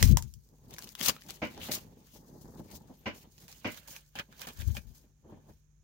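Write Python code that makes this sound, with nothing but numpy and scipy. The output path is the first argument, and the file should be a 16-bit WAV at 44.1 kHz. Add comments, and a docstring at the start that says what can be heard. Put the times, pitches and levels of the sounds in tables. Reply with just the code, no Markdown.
"""Foil wrapper and thin cards at a wooden table

A small room; hands work beside a phone with two microphone ports. Foil and card edges snap with noise
cracks and short rings, cards slap flat through table and card resonances, and strokes slide cards
and crinkle foil as swelling, grainy noise. Skin rubs the wood, a card squeaks as a gliding sine, and
swings of the hand push air over the left port. Faint rumble, hum and hiss lie under all."""
import sys
import numpy as np
from scipy import signal
from scipy.fft import rfft, irfft, next_fast_len
from scipy.io import wavfile
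from scipy.ndimage import uniform_filter1d, map_coordinates

SR = 44100
rng = np.random.default_rng(int(sys.argv[2]) if len(sys.argv) > 2 else 0)


def transcribe(signal):
    """Save signal, clipped to [-1, 1], as a 16-bit WAV file at the path in sys.argv[1]."""
    frames = np.atleast_2d(signal).T
    limited = np.clip(frames, -1, 1)
    pcm = np.round(limited * 32767).astype(np.int16)
    wavfile.write(sys.argv[1], SR, pcm)


def elevation(decibels):
    """Turn decibel levels (scalar or array-like) into linear amplitude ratios."""
    levels = np.asarray(decibels, float)
    return 10 ** (levels / 20)


N = 257479


def unit(x):
    """Scales x to rms 1."""
    return x / np.sqrt(np.mean(x ** 2) + 1e-20)


def along(points, hz):
    """Reads (Hz, value) points on a log frequency axis."""
    f, value = np.transpose(points)
    return np.interp(np.log(hz + 1), np.log(f + 1), value)


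def curves(rows, outside=None):
    """Gives one value per sample for each column after the time."""
    s, *columns = np.transpose(rows)
    return [np.interp(np.arange(N) / SR, s, column, outside, outside) for column in columns]


def wobble(rate):
    """Draws a smooth random curve with rate knots a second."""
    knots = rng.standard_normal(int(N * rate / SR) + 4)
    return map_coordinates(knots, [np.arange(N) * rate / SR])


def filtered(x, response):
    """Applies a complex response of frequency to x."""
    m = next_fast_len(N + SR // 2)
    return irfft(rfft(x, m) * response(np.fft.rfftfreq(m, 1 / SR)), m)[..., :N]


def resonances(modes):
    """Causal response of (Hz, width, dB) modes, summed with alternating sign."""
    def response(f):
        total = 0
        for k, (center, width, db) in enumerate(modes):
            damping = 1j * f * width
            total = total + (-1) ** k * elevation(db) * damping / (center * center - f * f + damping)
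        return total
    return response


# how alike the two microphone ports hear a sound: pitch_hz, likeness (0 to 1)
PORT_LIKENESS = [(60, 0.78), (300, 0.99), (700, 0.13), (1400, 0.024)]


def pair(spectrum, source):
    """Colours two raw signals and mixes them to the likeness of the two ports, rms 1."""
    def mid_and_side(hz):
        turn = np.arccos(np.clip(along(PORT_LIKENESS, hz), -1, 1)) / 2
        return elevation(along(spectrum, hz)) * [np.cos(turn), np.sin(turn)]
    mid, side = filtered(source, mid_and_side)
    return unit(np.array([mid + side, mid - side]))


def grainy(per_s, spread_db, share):
    """Noise whose loudness jumps at tiny random slips, the same slips on both ports."""
    slips = (rng.random(N) < per_s / SR) * elevation(spread_db * rng.exponential(size=N))
    pole = np.exp(-1 / (0.0038 * SR))  # each jump decays with a 3.8 ms time constant
    jumps = unit(signal.lfilter([1], [1, -pole], slips))
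    return rng.standard_normal((2, N)) * (1 - share + share * jumps)


def patchy(x, depth_db):
    """The colour shifts as the contact changes: random gain in patches of time and pitch."""
    z = signal.stft(x, nperseg=256)[2]
    field = rng.standard_normal(z.shape[1:])
    field = uniform_filter1d(uniform_filter1d(field, 5, 0), 8, 1)
    return signal.istft(z * elevation(depth_db * unit(field)), nperseg=256)[1][:, :N]


def bursts(rows):
    """Noise bursts of random sign from rows (s, dB, rise s, t60 s, left over right dB)."""
    out, t = np.zeros((2, N + SR)), np.arange(SR // 3) / SR
    for s, db, rise, t60, pan_db in rows:
        shape = (1 - np.exp(-t / max(rise, 1e-5))) * elevation(db - 60 * t / max(t60, .003))
        out[:, round(s * SR):][:, :len(t)] += shape * elevation([[pan_db / 2], [-pan_db / 2]])
    return out[:, :N] * np.sign(rng.standard_normal((2, N)))


def swells(s, db, rise, fade):
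    """Sum of gains that swell to a crest and fade, 20 dB in each given time (held to .003-1 s)."""
    grid = np.arange(0, N + 64, 64)
    t = grid / SR - np.asarray(s)[:, None]
    before = -t / np.clip(rise, .003, 1)[:, None]
    after = t / np.clip(fade, .003, 1)[:, None]
    gains = elevation(db[:, None] - 20 * np.where(t < 0, before, after))
    return np.interp(np.arange(N), grid, gains.sum(0))


# colour of the distant rumble: pitch_hz, level_db (per Hz, relative)
RUMBLE_COLOUR = [(20, -18.5), (35, -9.5), (60, 4), (110, -8), (200, -17.5), (300, -27.5), (500, -39.5),
                 (800, -120)]
# colour of the microphone hiss: pitch_hz, level_db (per Hz, relative)
HISS_COLOUR = [(210, -31.5), (350, -8), (730, -10.5), (1570, -8), (2200, -11.5), (2460, -9.5), (2580, -12),
               (4820, -19.5), (6640, -6), (7550, -18.5), (16000, -19)]
# lean of rumble and hiss between the ports: pitch_hz, left_over_right_db
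TONE_LEAN = [(60, 2.5), (300, 18.5), (3000, -6.5), (6500, -22.5), (10000, -6)]
# hum tones, before their waver: pitch_hz, level_db (peak)
HUM_TONES = [(48, -62.5), (149, -67)]


def room_tone():
    """Distant rumble, a slightly unsteady hum and the hiss of the two microphones."""
    rumble = elevation(-67) * pair(RUMBLE_COLOUR, rng.standard_normal((2, N)))
    hiss = elevation(-83) * pair(HISS_COLOUR, rng.standard_normal((2, N)))
    t = np.arange(N) / SR
    waver_db, drift_rad = wobble(6), .5 * wobble(4)
    hum = sum(elevation(db + waver_db) * np.sin(2 * np.pi * hz * t + drift_rad) for hz, db in HUM_TONES)
    leaning = filtered(rumble + hiss, lambda hz: elevation(np.outer([.5, -.5], along(TONE_LEAN, hz))))
    return leaning + hum


# how fast the small room dies away: pitch_hz, t60_s
WALL_DECAY = [(150, 0.21), (1500, 0.1), (10000, 0.096)]


def walls(x):
    """Each frequency of the room's answer dies at its own speed."""
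    hz, t, z = signal.stft(rng.standard_normal((2, SR // 2)), SR, nperseg=256)
    decay = elevation(-60 * t / along(WALL_DECAY, hz)[:, None])
    tail = signal.istft(z * decay, SR, nperseg=256)[1]
    late = np.pad(x, ((0, 0), (130, 0)))  # the answer starts 3 ms late
    return signal.fftconvolve(late, tail / np.linalg.norm(tail[0]), axes=1)[:, :N]


# air swept over the left port, one list per swing of the hand: time_s, level_db
AIR_SWINGS = [
    [(0.0, -36.5), (0.032, -9), (0.048, -13.5), (0.068, -14), (0.14, -10), (0.188, -31.5), (0.288, -39.5),
     (0.32, -47.5), (0.384, -43.5), (0.44, -76)],
    [(4.55, -57), (4.596, -37), (4.628, -33), (4.684, -26), (4.81, -43.5), (4.82, -62), (4.87, -38.5),
     (4.928, -49), (4.97, -84)],
]
# colour of the rolling air: pitch_hz, level_db (per Hz, relative)
AIR_COLOUR = [(13, -41), (22, -10), (48, 13), (97, 3.5), (225, -11), (262, -19.5), (296, -24), (345, -24),
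              (600, -41), (780, -76), (1320, -120)]
# single eddies of differing strength hitting the left port: start_s, level_db, pitch_hz (of the swing)
SINGLE_EDDIES = [(0.032, -12, 89.5), (0.09, -15, 94), (0.114, -48, 88), (0.134, -13.5, 86),
                 (4.599, -25, 83), (4.674, -12.5, 82.5), (4.7, -16, 85)]


def gusts():
    """Turbulence at the left port, 40 dB down at the right: rolling air noise and single eddies."""
    level = sum(elevation(curves(rows, -120)[0]) for rows in AIR_SWINGS)
    swing = filtered(rng.standard_normal(N), lambda hz: elevation(along(AIR_COLOUR, hz)))
    size = np.sqrt(np.abs(uniform_filter1d(swing ** 2, SR // 50)) + 1e-9)
    air = level * unit(swing / size ** 1.1)  # evened out so the level curve sets its loudness
    t = np.arange(N) / SR
    for s, db, hz in SINGLE_EDDIES:
        cycles = (t - s) * hz - .6
        air = air + elevation(db) * np.exp(-(cycles / 0.87) ** 2) * np.sin(2 * np.pi * cycles)
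    return air * elevation([[0], [-40]])


# resonances of the wooden table top: pitch_hz, width_hz, level_db
TABLE_MODES = [(88, 35, 8), (245, 41, 13), (335, 40, 7.5), (428, 65, 7), (537, 75, 5.5), (620, 50, 8),
               (940, 160, -2)]


def wood(x):
    """The table top rings alike on both ports in the bass."""
    both = np.array([x[0] + 0.15 * x[1], x[0] - 0.15 * x[1]])
    return filtered(both, resonances(TABLE_MODES))


# soft bumps of the hand on the table: start_s, level_db, t60_s
HAND_BUMPS = [(1.003, -27.5, 0.054), (1.082, -28, 0.084), (1.247, -35, 0.023), (1.981, -43, 0.03),
              (2.146, -42, 0.08), (2.277, -46, 0.08), (2.344, -38, 0.056), (2.469, -40, 0.039),
              (2.587, -29, 0.072), (2.723, -34.5, 0.058), (2.827, -49.5, 0.082), (2.893, -30, 0.051),
              (3.231, -40, 0.037), (4.153, -47, 0.11), (4.28, -50.5, 0.13), (4.424, -63, 0.084),
              (4.466, -58.5, 0.084), (4.772, -50, 0.089), (5.028, -50.5, 0.079), (5.243, -39.5, 0.092),
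              (5.316, -33, 0.068), (5.355, -48.5, 0.16), (5.484, -37.5, 0.039)]


def bumps():
    """Knuckles and wrists are soft, so mostly the low table modes answer."""
    s, db, t60 = np.transpose(HAND_BUMPS)
    push = bursts(zip(s, db + 7, np.full(len(s), .006), t60, 0 * s))
    return filtered(wood(push), lambda hz: 1 / (1 + 1j * hz / 600))


# strokes of the hands, times per 20 dB:
# crest_s, card_level_db, foil_level_db, swell_s, fade_s
HAND_STROKES = [(.01, -51, -44.5, 1.2, 0.0848), (.045, -49.5, -44, 0.1, 0.08), (.085, -59.5, -51, 0.2, .05),
                (.124, -55, -49, 0.2, 0.01), (.19, -49, -46.5, -1.3, -0.01), (.232, -66, -63.5, -0.3, 0.07),
                (.35, -90.5, -69, 0.4, 0.44), (.585, -79, -68, -0.02, -0.03), (.712, -68, -62, .004, 0),
                (.747, -54, -48, 0.03, -0.02), (.848, -62, -53.5, 0.16, -0.26), (.882, -63, -59, 0.17, .1),
                (.93, -68, -65, 0.06, -0.1), (.995, -48.5, -43.5, 0.02, 0.07),
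                (1.028, -39.5, -39.5, 0.01, 0.13), (1.063, -42.5, -34.5, 0.02, 0.04),
                (1.096, -34.5, -32, 0.0416, 0.01), (1.297, -52.5, -51.5, 0.04, 0.1),
                (1.366, -75, -60.5, .08, 0.14), (1.44, -74, -62, -0.6, .2), (1.509, -60, -62, 0, 0.33),
                (1.6, -60, -65.5, -0.1, 0.17), (1.63, -68, -62, 0.06, 0.14),
                (1.675, -49.5, -50, 0.06, 0.0946), (1.717, -42.5, -35, 0.0073, 0.0661),
                (1.741, -48, -41, 0, 0.0474), (2.072, -85, -62.5, 0.02, -0.05),
                (2.164, -67, -60, 0.27, 0.07), (2.286, -92.5, -65, 0.12, 0.6), (2.413, -85, -66, -0.5, .15),
                (2.55, -82, -63.5, -0.05, 0), (2.6, -67, -60, 0.03, 0), (2.759, -62.5, -52.5, 0.16, 0.03),
                (2.914, -72, -69.5, .15, 0.16), (2.955, -88, -64, .02, -0.02), (3.08, -80, -68, 0.13, 0.03),
                (3.15, -66, -58, 0.02, 0.14), (3.231, -68, -65, 0.23, 0.04), (3.32, -81, -62.5, 0.03, 0.23),
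                (3.385, -71, -66, -0.08, -0.23), (3.423, -66, -62.5, .06, .1),
                (3.486, -60.5, -57.5, -0.05, 0.13), (3.67, -72, -59, -0.1, .15),
                (3.731, -58, -57, 0.18, 0.22), (3.775, -53.5, -56.5, 0, 0.03), (3.876, -62.5, -51, 0, 0.13),
                (3.917, -57.5, -58, 0.03, 0.06), (3.961, -57.5, -55.5, 0.05, 0.07),
                (4.158, -47.5, -57, -0.02, 0.06), (4.198, -34.5, -48.5, 0.0228, 0.0146),
                (4.24, -80, -70, 0.3, 0.1), (4.327, -62, -65, 0.03, 0.12), (4.398, -65, -58, 0.03, -0.1),
                (4.42, -49.5, -46.5, 0.03, 0.05), (4.472, -41.5, -49.5, 0.0034, 0.04),
                (4.46, -62, -58, 0.07, 0), (4.53, -65, -59.5, 0.05, 0.2), (4.604, -54, -54, 0.03, 0.06),
                (4.62, -40.5, -47, -0.0043, -0.0134), (4.701, -67.5, -57, 0.14, 0.18),
                (4.73, -89, -58.5, 0.2, 0.07), (4.753, -70, -58.5, -0.05, .05),
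                (4.773, -42.5, -52, 0.0145, 0.0222), (4.87, -75.5, -68.5, -0.5, 0.28),
                (4.949, -75, -61, -0.05, 0.08), (5.035, -75, -101, .006, .04),
                (5.25, -79.5, -82, -0.16, -0.05), (5.33, -74, -76, 0.13, 0.17),
                (5.496, -75.5, -69.5, .08, 0.15)]


def stroke_gain(material, from_s=0):
    """Loudness of the strokes after from_s, each swelling and fading as the hand moves."""
    s, card_db, foil_db, rise, fade = np.transpose([row for row in HAND_STROKES if row[0] > from_s])
    return swells(s, {"card": card_db, "foil": foil_db}[material], rise, fade)


# skin dragging on the table top: time_s, level_db
SKIN_DRAG = [(.35, -84.5), (.52, -68), (.59, -69.5), (.68, -56.5), (.76, -59), (.85, -58.5), (.95, -75),
             (1.2, -71.5), (1.4, -65), (1.5, -61), (1.6, -47.5), (1.7, -61), (1.79, -51.5), (1.83, -57.5),
             (2.02, -65.5), (2.07, -70), (2.17, -63.5), (2.36, -58), (2.49, -53.5), (2.8, -59.5),
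             (3.0, -68.5), (3.15, -60), (3.33, -77.5), (3.43, -64), (3.6, -77), (3.73, -59), (3.82, -91),
             (3.96, -74), (4.09, -93), (4.3, -69.5), (4.8, -72), (5.03, -69), (5.15, -86), (5.3, -62),
             (5.5, -64), (5.6, -99)]
# colour of skin on wood: pitch_hz, level_db (per Hz, relative)
RUB_COLOUR = [(24, -34.5), (40, -1), (242, -1.5), (283, -8), (393, -8.5), (719, -17.5), (841, -14),
              (1410, -31), (1740, -30), (2500, -49.5), (3250, -76), (5500, -120)]


def rub():
    """Skin drags on wood in tiny slips; strokes and a short skid after each bump press on it too."""
    s, bump_db, _ = np.transpose(HAND_BUMPS)
    lag_s, skid_fade_s = .015, .039
    skid = swells(s + lag_s, bump_db - 21, lag_s + 0 * s, skid_fade_s + 0 * s)
    press = elevation(-12.5) * stroke_gain("card", from_s=.4)  # until then the hands are in the air
    pressure = elevation(curves(SKIN_DRAG, -120)[0]) + press + skid
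    grain = patchy(grainy(per_s=160, spread_db=2.2, share=0.44), depth_db=2)
    return pressure * elevation(3 + 1.9 * wobble(25.05)) * pair(RUB_COLOUR, grain)


# glossy card faces squeaking as they slide: time_s, pitch_hz, level_db
CARD_SQUEAK = [(2.965, 14180, -90.5), (2.991, 13340, -65.5), (3.035, 13850, -81), (3.095, 15650, -80),
               (3.109, 15330, -76), (3.125, 15160, -91)]


def squeak():
    """A thin high stick-slip whistle that glides with finger pressure."""
    hz, db = curves(CARD_SQUEAK, -200)
    return elevation(db + 2 + 2.5 * wobble(60)) * np.sin(2 * np.pi * np.cumsum(hz) / SR)


# cards landing flat on the table: start_s, level_db, rise_s, bright_db (flutter, relative)
CARD_SLAPS = [(1.416, -21.5, 0.0112, -6.5), (1.684, -31.5, 0.0024, -13.5), (3.056, -25, 0.007, -5.5),
              (3.643, -22, 0.0108, -5.5)]
# resonances of a flexing card: pitch_hz, width_hz, level_db
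CARD_MODES = [(986, 150, -0.5), (1545, 160, 0), (1980, 160, 2.5), (2320, 280, 1), (2950, 210, -0.5),
              (4170, 3300, -15.5), (6000, 3400, -18.5)]


def slaps():
    """Air squeezed from under a card thumps the table while the card flutters."""
    s, db, rise, bright_db = np.transpose(CARD_SLAPS)
    thump_t60_s, flutter_t60_s = np.full(len(s), .1134), np.full(len(s), .18)
    thump = wood(bursts(zip(s, db + 9, 0.67 * rise, thump_t60_s, 0 * s)))
    flap = bursts(zip(s, db + bright_db + 11.5, rise, flutter_t60_s, -0.9 + 0 * s))  # a little to the right
    return thump + filtered(flap, resonances(CARD_MODES))


# resonances of the bare stack of cards in the hand: pitch_hz, width_hz, level_db
DECK_MODES = [(573, 66, -2), (890, 76, 2), (1595, 315, -2.5), (1900, 93, -11.5), (2290, 11, -12),
              (2470, 57, 1), (3110, 77, -10)]


def deck(x):
    """Once the stack of cards is bare in the hand, slides and edge cracks ring it."""
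    held = np.clip((np.arange(N) / SR - 3.8) * 20, 0, 1)  # from 3.8 s, over 50 ms
    ringing = elevation(5) * filtered(x, resonances(DECK_MODES))
    plain = elevation(-2.5) * x
    return (1 - held) * x + held * (ringing + plain)


# where the busy hands are: time_s, left_over_right_db
HANDS_SIDE = [(0, -1), (.25, 2), (.8, 2.5), (1.0, 9), (1.1, 6.5), (1.15, 0), (1.3, 5.5), (1.6, 1.5),
              (1.73, 4), (1.85, -4), (2.15, 4.5), (2.6, 6.5), (3.1, 2), (3.5, -2.5), (3.8, -5), (3.96, -1),
              (4.2, -0.5), (4.4, -4), (4.75, 0.5), (5.0, 3), (5.6, -2.5)]


def side_of_hands(s):
    """Left over right level in dB of the hands at the given seconds."""
    return np.interp(s, *np.transpose(HANDS_SIDE))


def at_hands(x):
    """Places a sound between the ports by level, where the hands are."""
    return x * elevation(np.outer([.5, -.5], side_of_hands(np.arange(N) / SR)))


# colour of card sliding on card: pitch_hz, level_db (per Hz, relative)
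SCUFF_COLOUR = [(290, -36), (500, -4.5), (650, -7), (800, -6.5), (1120, -5), (1300, -7.5), (1700, -5.5),
                (2300, -4), (3100, -2), (4200, -5), (6000, -25.5), (9000, -120)]


def scuff():
    """Cards slide on cards in many tiny slips, ringing the stack once it is bare."""
    grain = patchy(grainy(per_s=250, spread_db=3.075, share=0.22), depth_db=2.7)
    slide = stroke_gain("card") * elevation(1.7 * wobble(40)) * pair(SCUFF_COLOUR, grain)
    return at_hands(deck(slide))


# colour of crinkling foil: pitch_hz, level_db (per Hz, relative)
FOIL_COLOUR = [(1760, -28), (3000, -11), (3810, -6.5), (4410, -2), (5840, -1.5), (6530, 1), (7940, -6.5),
               (10700, -6.5), (15600, 0), (16200, -8)]


def foil():
    """Foil crinkles under the strokes as bright noise with small jumps in loudness."""
    grain = patchy(grainy(per_s=240, spread_db=4, share=0.35), depth_db=1.4)
    return at_hands(stroke_gain("foil") * elevation(2.1 * wobble(40)) * pair(FOIL_COLOUR, grain))


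# snaps of foil and card edges: start_s, level_db, sizzle_db (relative), pitch_hz (of the ring)
EDGE_SNAPS = [(0.0272, -11.5, 2.5, 1980), (0.0366, -25.5, -6, 4870), (0.0756, -36, 5, 5700),
              (0.123, -38.5, 5, 5400), (0.1713, -17, 2, 929), (0.1837, -35.5, -0.5, 990),
              (0.2242, -37.5, 6.5, 5450), (0.3386, -53.5, 14, 4910), (0.489, -70.5, 14, 6000),
              (0.7081, -47, 3, 820), (0.7388, -41, 2.5, 5060), (0.7644, -45, -3.5, 2260),
              (0.784, -32, -3, 1680), (0.79, -42, 7, 1040), (0.8233, -38, -1, 4300),
              (0.8353, -50.5, 8.5, 4100), (0.8427, -40.5, 3.5, 2950), (0.8738, -41, -6, 3000),
              (0.8905, -51.5, 13.5, 2930), (0.952, -32, -4.5, 3430), (1.0066, -32.5, 2.5, 5700),
              (1.012, -23, -9, 3140), (1.0604, -28.5, 3, 4640), (1.0827, -20, -6, 5540),
              (1.0853, -27.5, -2, 1185), (1.0954, -23, 1.5, 1180), (1.1043, -30.5, -1.5, 4200),
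              (1.1648, -38, -14, 1300), (1.2094, -63, 13.5, 4110), (1.2151, -61, 13, 3320),
              (1.2202, -42.5, -6, 1910), (1.236, -57, 8, 4000), (1.264, -54.5, 7, 1090),
              (1.2922, -40.5, -4.5, 776), (1.2995, -32, -11.5, 3660), (1.3058, -35, 6, 4050),
              (1.3713, -49.5, -7, 1870), (1.5468, -46, -13, 810), (1.577, -37, -14, 840),
              (1.6228, -43.5, -7.5, 3620), (1.6584, -37.5, -4, 5900), (1.7148, -29.5, -7, 3670),
              (1.7188, -24.5, -2, 4600), (1.7365, -28, -0.5, 4200), (2.149, -54, -2, 5560),
              (2.7131, -51.5, 9, 860), (2.7535, -49, 0, 5620), (3.3802, -44.5, -5, 5000),
              (3.4809, -41.5, -2.5, 5200), (3.5266, -39, -5.5, 5850), (3.7451, -41, -10, 2020),
              (3.774, -43.5, -6, 1730), (3.9134, -46, -8.5, 2270), (3.9638, -33, -11, 2470),
              (4.1545, -33, -17.5, 834), (4.1883, -26, -15.5, 1980), (4.1958, -28, -14, 1630),
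              (4.3255, -43.5, -16, 1390), (4.3945, -41, -2.5, 1000), (4.4174, -30, -3, 3100),
              (4.4708, -36, -1, 740), (4.487, -34, -4, 1130), (4.612, -39, -0.5, 3570),
              (4.751, -35.5, -7, 810), (4.7685, -27, -11, 2430)]


def snaps():
    """Each buckle gives a crack with its own sizzle, and the free flap rings briefly at its own pitch."""
    s, db, sizzle_db, hz = np.transpose(EDGE_SNAPS)
    pan, quick = side_of_hands(s), np.full(len(s), .0001)
    crack_t60_s, sizzle_t60_s = np.full(len(s), .0115), np.full(len(s), .0092)
    crack = bursts(zip(s, db + 1.5, quick, crack_t60_s, pan))
    sizzle = bursts(zip(s, db + sizzle_db + 8.5, quick, sizzle_t60_s, pan))
    ring, t = np.zeros((2, N + SR)), np.arange(SR // 10) / SR
    for at, level_db, pitch, side_db, phase in zip(s, db, hz, pan, rng.random((len(s), 2, 1))):
        fall_db = 60 * t * pitch / 22  # 60 dB in 22 swings
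        tone = elevation(level_db - 3.5 - fall_db) * np.sin(2 * np.pi * (pitch * t + phase))
        ring[:, round(at * SR):][:, :len(t)] += tone * elevation([[side_db / 2], [-side_db / 2]])
    body = filtered(crack, lambda f: (1j * f / (800 + 1j * f)) ** 2 / (1 + 1j * f / 7000) ** 2)
    bright = filtered(sizzle, lambda f: (1j * f / (4500 + 1j * f)) ** 3)
    return deck(body) + bright + ring[:, :N]


# tone of the snaps, slaps and bumps: pitch_hz, level_db
HIT_COLOUR = [(1000, -1), (6300, 3), (8500, -7), (13000, -7)]


def scene():
    """Hits fill the room; rubbing, sliding, squeak, air and room tone reach the ports directly."""
    hits = filtered(snaps() + slaps() + bumps(), lambda hz: elevation(along(HIT_COLOUR, hz)))
    room = elevation(-9) * walls(hits)
    hands = rub() + scuff() + foil() + squeak()
    return hits + room + hands + gusts() + room_tone()


def low_pass(x):
    """Removes everything above the highest recorded frequency."""
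    return signal.sosfilt(signal.butter(12, 17000, fs=SR, output="sos"), x)


def record(dry):
    """The phone cuts the deepest bass, below about 30 Hz, and keeps nothing above its band limit."""
    def band(hz):
        return (hz < 15850) * (1j * hz / (30 + 1j * hz)) ** 3
    mix = filtered(dry, band)
    return low_pass(mix)


dry = scene()
out = record(dry)
transcribe(out)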